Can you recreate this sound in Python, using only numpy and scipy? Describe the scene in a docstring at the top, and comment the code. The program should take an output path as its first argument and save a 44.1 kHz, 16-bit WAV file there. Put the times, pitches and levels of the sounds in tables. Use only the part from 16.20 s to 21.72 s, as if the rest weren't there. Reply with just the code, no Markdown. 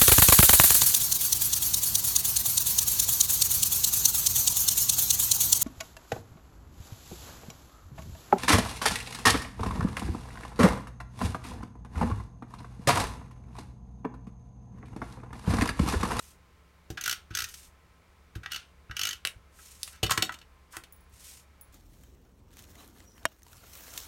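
"""Tape runner on a desk

In a small quiet room with a low hum, the microphone close above, a plastic tape runner is pressed on cardstock
and pulled in four short strokes: scraped teeth ring its hollow case and shaped noise is the peeling tape.
It snaps off and clatters onto the desk: noisy contact forces ring the case and the modes of the desk top.
The card slides as swelling noise and finger rings clink as high decaying sines; diffuse reflections follow."""
import sys
import numpy as np
from scipy import signal
from scipy.fft import rfft, irfft
from scipy.io import wavfile
from scipy.ndimage import uniform_filter1d

SR = 44100
rng = np.random.default_rng(int(sys.argv[2]) if len(sys.argv) > 2 else 0)


def int16_out(signal):
    """Quantize to a 16-bit WAV file."""
    q = np.round(np.clip(np.atleast_2d(signal).T, -1, 1) * 32767)
    wavfile.write(sys.argv[1], SR, q.astype(np.int16))


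N = 243608
TIME = np.arange(N) / SR  # s

# All event levels are relative: each layer adds its own gain.
# Steady air noise of the room. Each row: frequency [Hz], relative spectrum level [dB].
ROOM_COLOUR = [(15, -34.5), (25, -12), (40, -9.5), (76, -8), (99, -15), (175, -21), (309, -24),
               (439, -22.5), (754, -27.5), (840, -24.5), (1260, -26.5), (1740, -28.5), (2350, -28),
               (2550, -32), (3080, -34.5), (16000, -48)]
# Room hum. Each row: frequency [Hz], rms level [dB] about which it wavers.
HUM = [(70, -63), (172, -74), (1044, -77), (1303, -79.5)]
# Decay of the room. Each row: frequency [Hz], time to fall by 60 dB [s].
ROOM_T60 = [(200, 0.37), (1400, 0.22), (3700, 0.15), (10000, 0.17), (16000, 0.15)]

# Card sliding on the desk. Each row: start [s], length [s], level at the top of the arch [dB].
SLIDES = [(-0.11, 0.29, -61), (1.227, 0.29, -58), (3.303, 0.32, -59.5), (3.559, 0.23, -59),
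          (4.501, 0.088, -61), (4.89, 0.37, -57)]
# Rubbing card. Each row: frequency [Hz], relative spectrum level [dB].
SLIDE_COLOUR = [(880, -45), (1500, -13.5), (2460, -7.5), (2690, -7.5), (4970, -6.5), (5440, -4),
                (9370, -3.5), (10500, -9.5), (11900, -6), (16000, -18)]
SLIDE_SPEED_POWER = 1.36  # loudness against the speed of the card

# Finger rings touching. Each row: start [s], strength [dB].
CLINKS = [(4.7242, -39.5), (4.7621, -51), (4.8065, -56), (4.8374, -64), (4.8938, -62), (5.4116, -39.5),
          (5.4474, -56), (5.4789, -65)]
# Modes of a finger ring. Each row: frequency [Hz], mean level [dB], time to fall by 60 dB [s].
RING = [(9000, -8, 0.043), (10740, -2, 0.11), (10890, -14, 0.11), (14900, 3, 0.03), (15620, -4, 0.055)]

# Modes of the desk top. Each row: frequency [Hz], mean level [dB], undamped time to fall by 60 dB [s].
DESK = [(64, 3, 0.28), (102.5, 7.5, 0.078), (127, 2, 0.13), (153, -10, 0.16), (212, -2.5, 0.037),
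        (267, -0.5, 0.04), (323.4, 5, 0.092), (430.4, 1, 0.077), (580, -5.5, 0.04), (740, -0.5, 0.059)]
# Soft presses on the desk. Each row: start [s], peak level [dB], contact time [s].
PRESSES = [(0.703, -32, 0.00097), (1.108, -38, 0.0048), (1.226, -47.5, 0.028), (2.159, -33, 0.0056),
           (2.698, -39, 0.0086), (3.16, -47, 0.034), (4.93, -55, 0.018), (5.483, -56, 0.041)]
# Hard landings that shake the desk. Each row: start [s], peak level [dB], lowest frequency stirred [Hz].
LANDINGS = [(3.053, -41, 90), (3.831, -16.5, 55), (3.912, -25, 100), (3.979, -23, 90), (4.026, -25, 190),
            (4.568, -39, 120)]

# Resonances of the hollow case. Each row: mean frequency [Hz], width [Hz], mean relative level [dB].
CASE = [(1003, 40, 0), (1095, 38, -2), (1316, 43, 3), (1360, 40, 2.5), (1476, 60, 6), (1623, 97, 8),
        (1751, 51, 1), (1922, 26, 5.5), (2003, 31, 6.5), (2336, 70, 0), (2700, 86, 2), (2968, 85, 4.5),
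        (3580, 160, -6.5), (4370, 170, -1), (5490, 270, 1.5), (6180, 670, 2), (13160, 770, -9)]
PLACE_SPREAD_DB = 3  # how much the place of contact changes each resonance
LEVEL_WINDOW_S = 0.01  # onset over which a contact's level is set

# Case knocking on the desk; the last row is a soft, long scuff as the hand comes down on the desk. Each row:
# start [s], level [dB], tilt [dB per octave], favoured ring [Hz], time to the crest [s], level of the rebound
# against the knock [dB].
KNOCKS = [(3.829, -24.5, 2.3, 3060, 0.0036, -7), (3.8622, -33.5, 0.5, 4000, 0.0029, -27),
          (3.8946, -30, -3.5, 1240, 0.0023, -7), (3.9052, -29, 14, 6840, 0.003, -20),
          (3.9092, -21.5, -0.5, 1370, 0.002, -13.5), (3.918, -25.5, 2.5, 6000, 0.0018, -25),
          (3.9752, -23.5, 0.5, 1250, 0.0022, -22), (4.0223, -21, 2.5, 3560, 0.0021, -21),
          (4.049, -46, 6, 5500, 0.00089, -24), (4.093, -32, -6.5, 1080, 0.0012, -23),
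          (4.1204, -45, 3, 1520, 0.003, -13), (4.1399, -44.5, 1, 2740, 0.0033, -19),
          (4.187, -54.5, 3, 4300, 0.0022, -12), (4.2135, -52.5, -1.5, 2760, 0.0026, -10),
          (4.53, -52, -7.5, 1300, 0.016, -3)]
# Case on desk. Each row: frequency [Hz], relative spectrum level [dB].
KNOCK_COLOUR = [(200, -36), (600, 1.5), (850, 1.5), (1050, 9), (1500, 3.5), (2500, 6.5), (4200, 7),
                (6000, -4), (8000, 2), (10200, -4), (13000, -3), (16000, -10)]
REBOUND_S, REBOUND_CREST_S = 0.011, 0.0024  # delay of the rebound, and its time to the crest

# Sharp snaps of plastic and fingernails. Each row: start [s], level [dB], tilt [dB per octave],
# favoured ring [Hz], decay time of the chatter [s].
SNAPS = [(3.0509, -26, -5, 2700, 0.0015), (3.057, -40.5, -2, 2000, 0.0074),
         (3.0722, -30, -1.5, 2640, 0.0011), (3.6319, -31, 2.5, 5200, 0.0005),
         (3.677, -43, -4, 8700, 0.0069), (4.568, -37, -2.5, 1170, 0.0024), (4.637, -49, -2.5, 2940, 0.0053)]
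# A snap. Each row: frequency [Hz], relative spectrum level [dB].
SNAP_COLOUR = [(200, -39), (550, -11), (900, -12), (1400, -8.5), (2600, -1.5), (4200, -2.5), (6500, -5),
               (8000, -1), (10200, -2), (13000, -8), (16000, -12)]

# Case creaking under the hand. Each row: start [s], level [dB], tilt [dB per octave], time to the crest [s].
CREAKS = [(0.701, -45.5, -1.5, 0.0041), (0.772, -36, -9, 0.0045), (1.104, -48.5, -7.5, 0.0062),
          (1.286, -47.5, 4, 0.0038), (1.34, -45, 2, 0.0016), (2.152, -47, -4.5, 0.0042),
          (2.232, -46.5, -9.5, 0.0044), (2.2595, -36.5, -10.5, 0.0014), (2.694, -50.5, -16, 0.0027),
          (2.7107, -39.5, -11.5, 0.002), (3.387, -55.5, -16, 0.0038), (3.718, -61.5, -5, 0.021)]
CREAK_RING_HZ = 1550

# Pulls of the runner. Each row: first tooth [s], number of teeth, tooth gap at full speed [s],
# extra gap setting off [s], extra gap at the stop [s], levels at start, middle and end [dB],
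# tilts at start and once under way [dB per octave], favoured ring [Hz], tape level against ratchet [dB].
PULLS = [(0.8105, 7, 0.0175, 0.0098, -0.003, -35, -24.5, -29, 5, -0.5, 1480, -15.5),
         (1.150, 6, 0.0136, 0.0074, 0.0074, -28, -30, -33, 1, 0, 1430, -14.5),
         (2.318, 4, 0.009, 0.0035, 0.0068, -32, -36, -33, -2.5, -3.2, 2900, -12),
         (2.7665, 9, 0.0184, 0.0076, 0.0026, -30.5, -26.5, -34, -2.2, -1.4, 2900, -17)]
# Ratchet ticks and creaks. Each row: frequency [Hz], relative spectrum level [dB].
TICK_COLOUR = [(200, -15), (520, -24), (750, -9.5), (950, -18.5), (1300, -1.5), (2000, -0.5), (3200, 4),
               (6000, 2.5), (8000, -0.5), (10200, -4), (12500, -0.5), (16000, -9.5)]
# Peeling tape. Each row: frequency [Hz], relative spectrum level [dB].
PEEL_COLOUR = [(530, -40), (900, -20), (1420, 5.5), (1900, -5.5), (2930, 5), (3550, 1), (6720, -10),
               (7770, -15), (9090, -10), (15200, -54), (16000, -26.5)]
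HAND_INERTIA = 0.35  # share of the extra gap left one tooth further into the pull
PRESSURE_CREST = 0.4  # share of a pull at which the middle level is reached
TILT_SETTLED = 0.19  # share of a pull after which its tone has settled
TOOTH_CREST_S, TOOTH_SPREAD_DB = 0.0017, 0.6
TOOTH_WANDER = 0.028  # greatest relative rise of the favoured ring from tooth to tooth
TOOTH_THUD_DB = -44.0  # peak of the desk's answer to the teeth
PEEL_ATTACK_S, PEEL_RELEASE_S, PEEL_FADE_DB = 0.031, 0.16, 33


def from_db(db):
    """Decibels to gain."""
    return 10 ** (np.asarray(db) / 20)


def rms_one(x):
    """Scale to rms 1."""
    return x / np.sqrt(np.mean(x ** 2) + 1e-30)


def at_hz(points, hz):
    """Read a table on a log-frequency axis."""
    table = np.array(points)
    return np.interp(np.log(np.maximum(hz, 1)), np.log(table[:, 0]), table[:, 1])


def add(out, s, sound):
    """Mix a sound in at time s."""
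    start = max(round(s * SR), 0)
    part = sound[:max(N - start, 0)]
    out[start:start + len(part)] += part


def coloured(x, colour):
    """Causal (minimum-phase) filter with the given spectrum, made by folding its cepstrum."""
    size = 2 * len(x)
    hz = np.arange(size // 2 + 1) * SR / size
    cepstrum = irfft(np.log(from_db(at_hz(colour, hz))))
    cepstrum[1:size // 2] *= 2
    cepstrum[size // 2 + 1:] = 0
    return irfft(rfft(x, size) * np.exp(rfft(cepstrum)))[:len(x)]


def band(x, low_hz, high_hz):
    """Butterworth band-pass."""
    edges = [low_hz, min(high_hz, SR / 2 - 100)]
    return signal.sosfilt(signal.butter(2, edges, "band", fs=SR, output="sos"), x)


def resonate(x, hz, width_hz):
    """One resonance with gain 1 on top."""
    r = np.exp(-np.pi * width_hz / SR)
    zeros = np.array([1, 0, -1]) * (1 - r * r) / 2
    poles = [1, -2 * r * np.cos(2 * np.pi * hz / SR), r * r]
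    return signal.lfilter(zeros, poles, x)


def dying(t, t60):
    """Exponential decay by 60 dB in t60."""
    return np.exp(-np.log(1000) * t / t60)


def drift(per_s):
    """Slow random wander of rms 1, with per_s random points a second."""
    return rms_one(np.interp(TIME * per_s, np.arange(4000), rng.standard_normal(4000)))


def grains(size, spread_db):
    """A run of micro-impacts of very uneven strength."""
    return rng.standard_normal(size) * from_db(spread_db * rng.standard_normal(size))


def swell(t, crest_s, sharpness, tail_db, tail_t60):
    """Contact pressure that builds to a crest and leaves loose parts buzzing."""
    age = t / max(crest_s, 1e-4)
    crest = (age * np.exp(1 - age)) ** sharpness
    buzz = from_db(tail_db) * np.minimum(age, 1) * dying(t, tail_t60)
    return crest + buzz


def struck(modes, spread_db):
    """Ring of a struck object as decaying sines; each blow weights the modes anew."""
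    t = TIME[:SR // 2]
    ring = np.zeros(len(t))
    for hz, db, t60 in modes:
        gain = from_db(db + spread_db * rng.normal())
        ring += gain * np.sin(2 * np.pi * hz * t) * dying(t, t60)
    return ring


def friction(level, colour, grain_db, flutter_db):
    """Countless tiny slips of fibres, swelling with the given strength of each stroke."""
    unevenness_db = grain_db * rng.standard_normal(N) + flutter_db * drift(150)
    slips = rng.standard_normal(N) * from_db(unevenness_db)
    return uniform_filter1d(level, size=200) * rms_one(coloured(slips, colour))


def room_tone(air_db, waver_db):
    """Steady air noise and a faint hum wavering in level and phase."""
    tone = from_db(air_db) * rms_one(coloured(rng.standard_normal(N), ROOM_COLOUR))
    for hz, db in HUM:
        level = from_db(db + waver_db * drift(2.68)) * np.sqrt(2)  # rms to peak
        tone += level * np.sin(2 * np.pi * hz * TIME + 0.55 * drift(18))
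    return tone


def room(x, onset_s):
    """Diffuse reflections that build up quickly and die at a rate set for each frequency band."""
    t, edges = TIME[:SR // 2], np.geomspace(100, 17000, 12)
    response = np.zeros(len(t))
    for low_hz, high_hz in zip(edges, edges[1:]):
        t60 = at_hz(ROOM_T60, np.sqrt(low_hz * high_hz))
        response += band(rng.standard_normal(len(t)), low_hz, high_hz) * dying(t, t60)
    response *= 1 - np.exp(-(t / onset_s) ** 2)
    return signal.fftconvolve(x, response / np.sqrt(np.sum(response ** 2)))[:N]


def sliding():
    """Strength of the card's rubbing: each slide speeds up and slows down in one arch."""
    level = np.zeros(N)
    for s, length_s, db in SLIDES:
        speed = np.abs(np.sin(np.pi * np.clip((TIME - s) / length_s, 0, 1)))
        level += from_db(db) * speed ** SLIDE_SPEED_POWER
    return level


def rings(level_db):
    """Small metal rings touch with a bright noise tick and a very high ping."""
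    out = np.zeros(N)
    for s, strength_db in CLINKS:
        ping = struck(RING, spread_db=2.5)
        burst = rng.standard_normal(len(ping)) * dying(TIME[:len(ping)], 0.04)
        tick = band(burst, 7000, 16000)
        add(out, s, from_db(strength_db + level_db) * (ping + 0.5 * tick))
    return out


def desk_thud(force, peak_db, damping_t60):
    """The desk top rings under a force, damped by what rests on it; its slowest bending radiates no sound."""
    ring = struck(DESK, spread_db=1.6)
    ring = ring * dying(TIME[:len(ring)], damping_t60)
    thud = band(signal.fftconvolve(ring, force), 63.6, 1270)
    return from_db(peak_db) * thud / np.abs(thud).max()


def presses(level_db):
    """Smooth push on the desk top: a longer contact favours its lowest modes."""
    out, t = np.zeros(N), TIME[:SR // 20]
    for s, peak_db, contact_s in PRESSES:
        age = 2 * np.pi * t / max(contact_s, 1e-4)
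        push = age * np.exp(-age)
        add(out, s, desk_thud(push, peak_db + level_db, damping_t60=0.99))
    return out


def landings(level_db, settle_s, chatter):
    """The case hits the desk top with one impulse and a brief chatter, each with its own lowest frequency."""
    out, t = np.zeros(N), TIME[:SR // 20]
    for s, peak_db, lowest_hz in LANDINGS:
        force = chatter * np.exp(-t / settle_s) * rng.standard_normal(len(t))
        force[0] += 1
        add(out, s, desk_thud(band(force, lowest_hz, 960), peak_db + level_db, damping_t60=1.0))
    return out


def case_contact(force, colour, ring_db, level_db, tilt_db, detune):
    """A force rings the hollow case; tilt leans the tone to treble or bass, level is that of the onset."""
    sound = force.copy()
    for hz, width_hz, db in CASE:
        gain = from_db(db + ring_db + PLACE_SPREAD_DB * rng.normal())
        sound += gain * resonate(force, hz * (1 + detune * rng.normal()), width_hz)
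    tilted = [(hz, db + tilt_db * np.log2(np.clip(hz, 1400, 9000))) for hz, db in colour]
    sound = coloured(sound, tilted)
    return from_db(level_db) * sound / np.std(sound[:round(LEVEL_WINDOW_S * SR)])


def knocks(level_db, ring_db, spot_db):
    """The case lands edge by edge, each knock followed by a rebound, with loose parts buzzing inside; a soft
    scuff of the hand coming down is rendered the same way."""
    blows = []
    for s, db, tilt_db, hz, crest_s, rebound_db in KNOCKS:
        blows.append((s, db, tilt_db, hz, crest_s))
        blows.append((s + REBOUND_S, db + rebound_db, tilt_db, hz, REBOUND_CREST_S))
    out, t = np.zeros(N), TIME[:4096]
    for s, db, tilt_db, hz, crest_s in blows:
        pressure = swell(t, crest_s, sharpness=1.0, tail_db=-16, tail_t60=0.06)
        force = pressure * grains(len(t), spread_db=3.0)
        force += from_db(spot_db) * resonate(force, hz, hz * 0.45)
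        add(out, s, case_contact(force, KNOCK_COLOUR, ring_db, db, tilt_db, detune=0.0041))
    return from_db(level_db) * out


def snaps(level_db, ring_db, spot_db, crack):
    """A sudden release: one crack and a very short chatter, ringing the spot where it happens."""
    out, t = np.zeros(N), TIME[:4096]
    for s, db, tilt_db, hz, decay_s in SNAPS:
        chatter = np.exp(-t / max(decay_s, 1e-4)) + from_db(-20) * dying(t, 0.06)
        force = chatter * rng.standard_normal(len(t))
        force[0] += crack
        force += from_db(spot_db) * resonate(force, hz, hz * 0.36)
        add(out, s, case_contact(force, SNAP_COLOUR, ring_db, db, tilt_db, detune=0.012))
    return from_db(level_db) * out


def scrape(crest_s, hz, spot_db):
    """Force of plastic slipping over plastic, favouring one resonance."""
    t = TIME[:4096]
    pressure = swell(t, crest_s, sharpness=0.69, tail_db=-35, tail_t60=0.14)
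    force = pressure * grains(len(t), spread_db=4.5)
    return force + from_db(spot_db) * resonate(force, hz, hz * 0.1)


def creaks(level_db, ring_db, spot_db):
    """Single slips in the case as the hand loads it or lets go."""
    out = np.zeros(N)
    for s, db, tilt_db, crest_s in CREAKS:
        force = scrape(crest_s, CREAK_RING_HZ, spot_db)
        add(out, s, case_contact(force, TICK_COLOUR, ring_db, db, tilt_db, detune=0.0041))
    return from_db(level_db) * out


def teeth(pull):
    """Times and levels of the teeth in one pull: the hand sets off, settles to an even run and stops."""
    start_s, count, gap_s, set_off_s, stop_s, *pressure_db = pull[:8]
    extra = HAND_INERTIA ** np.arange(round(count) - 1)
    gaps = gap_s + set_off_s * extra + stop_s * extra[::-1]
    times = start_s + np.cumsum(np.r_[0, gaps])
    progress = np.linspace(0, 1, len(times))
    return times, np.interp(progress, [0, PRESSURE_CREST, 1], pressure_db)


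def peeling():
    """Strength of the tape's peeling: it follows the pressure of each pull and fades after the last tooth."""
    level = np.zeros(N)
    for pull in PULLS:
        times, db = teeth(pull)
        tape_db = pull[-1]
        times = np.r_[times[0] - PEEL_ATTACK_S, times, times[-1] + PEEL_RELEASE_S]
        db = np.r_[db[0] - PEEL_FADE_DB, db, db[-1] - PEEL_FADE_DB] + tape_db
        level += from_db(np.interp(TIME, times, db, left=-np.inf, right=-np.inf))
    return level


def ratchet(level_db, ring_db, spot_db):
    """The pawl scrapes over one tooth after another while the spool turns; each tooth also nudges the desk."""
    out, nudges = np.zeros(N), np.zeros(N)
    for pull in PULLS:
        first_tilt_db, last_tilt_db, hz, _ = pull[8:]
        times, levels = teeth(pull)
        progress = np.linspace(0, 1, len(times))
        tilts = np.interp(progress, [0, TILT_SETTLED], [first_tilt_db, last_tilt_db])
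        for s, db, tilt_db in zip(times, levels, tilts):
            tooth_hz = hz * (1 + TOOTH_WANDER * rng.uniform(-0.77, 1))
            force = scrape(TOOTH_CREST_S, tooth_hz, spot_db)
            tooth_db = db + TOOTH_SPREAD_DB * rng.normal()
            add(out, s, case_contact(force, TICK_COLOUR, ring_db, tooth_db, tilt_db, detune=0.022))
            add(nudges, s, from_db([db]))
    return from_db(level_db) * out + desk_thud(nudges, TOOTH_THUD_DB, damping_t60=0.71)[:N]


def scene():
    """Runner, desk, card and rings close to the microphone, with the room around them."""
    background = room_tone(air_db=-61.0, waver_db=1.0)
    card = from_db(5.5) * friction(sliding(), SLIDE_COLOUR, grain_db=3.5, flutter_db=2.2)
    clinks = rings(level_db=-8.0)
    thuds = presses(level_db=4.5) + landings(level_db=-2.5, settle_s=0.0014, chatter=0.12)
    runner = knocks(level_db=-0.1, ring_db=0.5, spot_db=3.0)
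    runner += snaps(level_db=-0.5, ring_db=-17.0, spot_db=2.5, crack=1.9)
    runner += creaks(level_db=0.9, ring_db=-7.5, spot_db=1.5)
    tape = friction(peeling(), PEEL_COLOUR, grain_db=1.0, flutter_db=2.0)
    runner += ratchet(level_db=-1.3, ring_db=-2.0, spot_db=2.5)
    near = card + clinks + thuds + runner + tape
    reflections = from_db(-9.5) * room(near, onset_s=0.0028)
    return (near + reflections + background)[None]  # one channel


def record(dry):
    """The microphone signal is cut steeply above 16.1 kHz."""
    low_pass = signal.ellip(10, 0.1, 70, 16100, fs=SR, output="sos")
    return signal.sosfilt(low_pass, dry)


dry = scene()
out = record(dry)
int16_out(out)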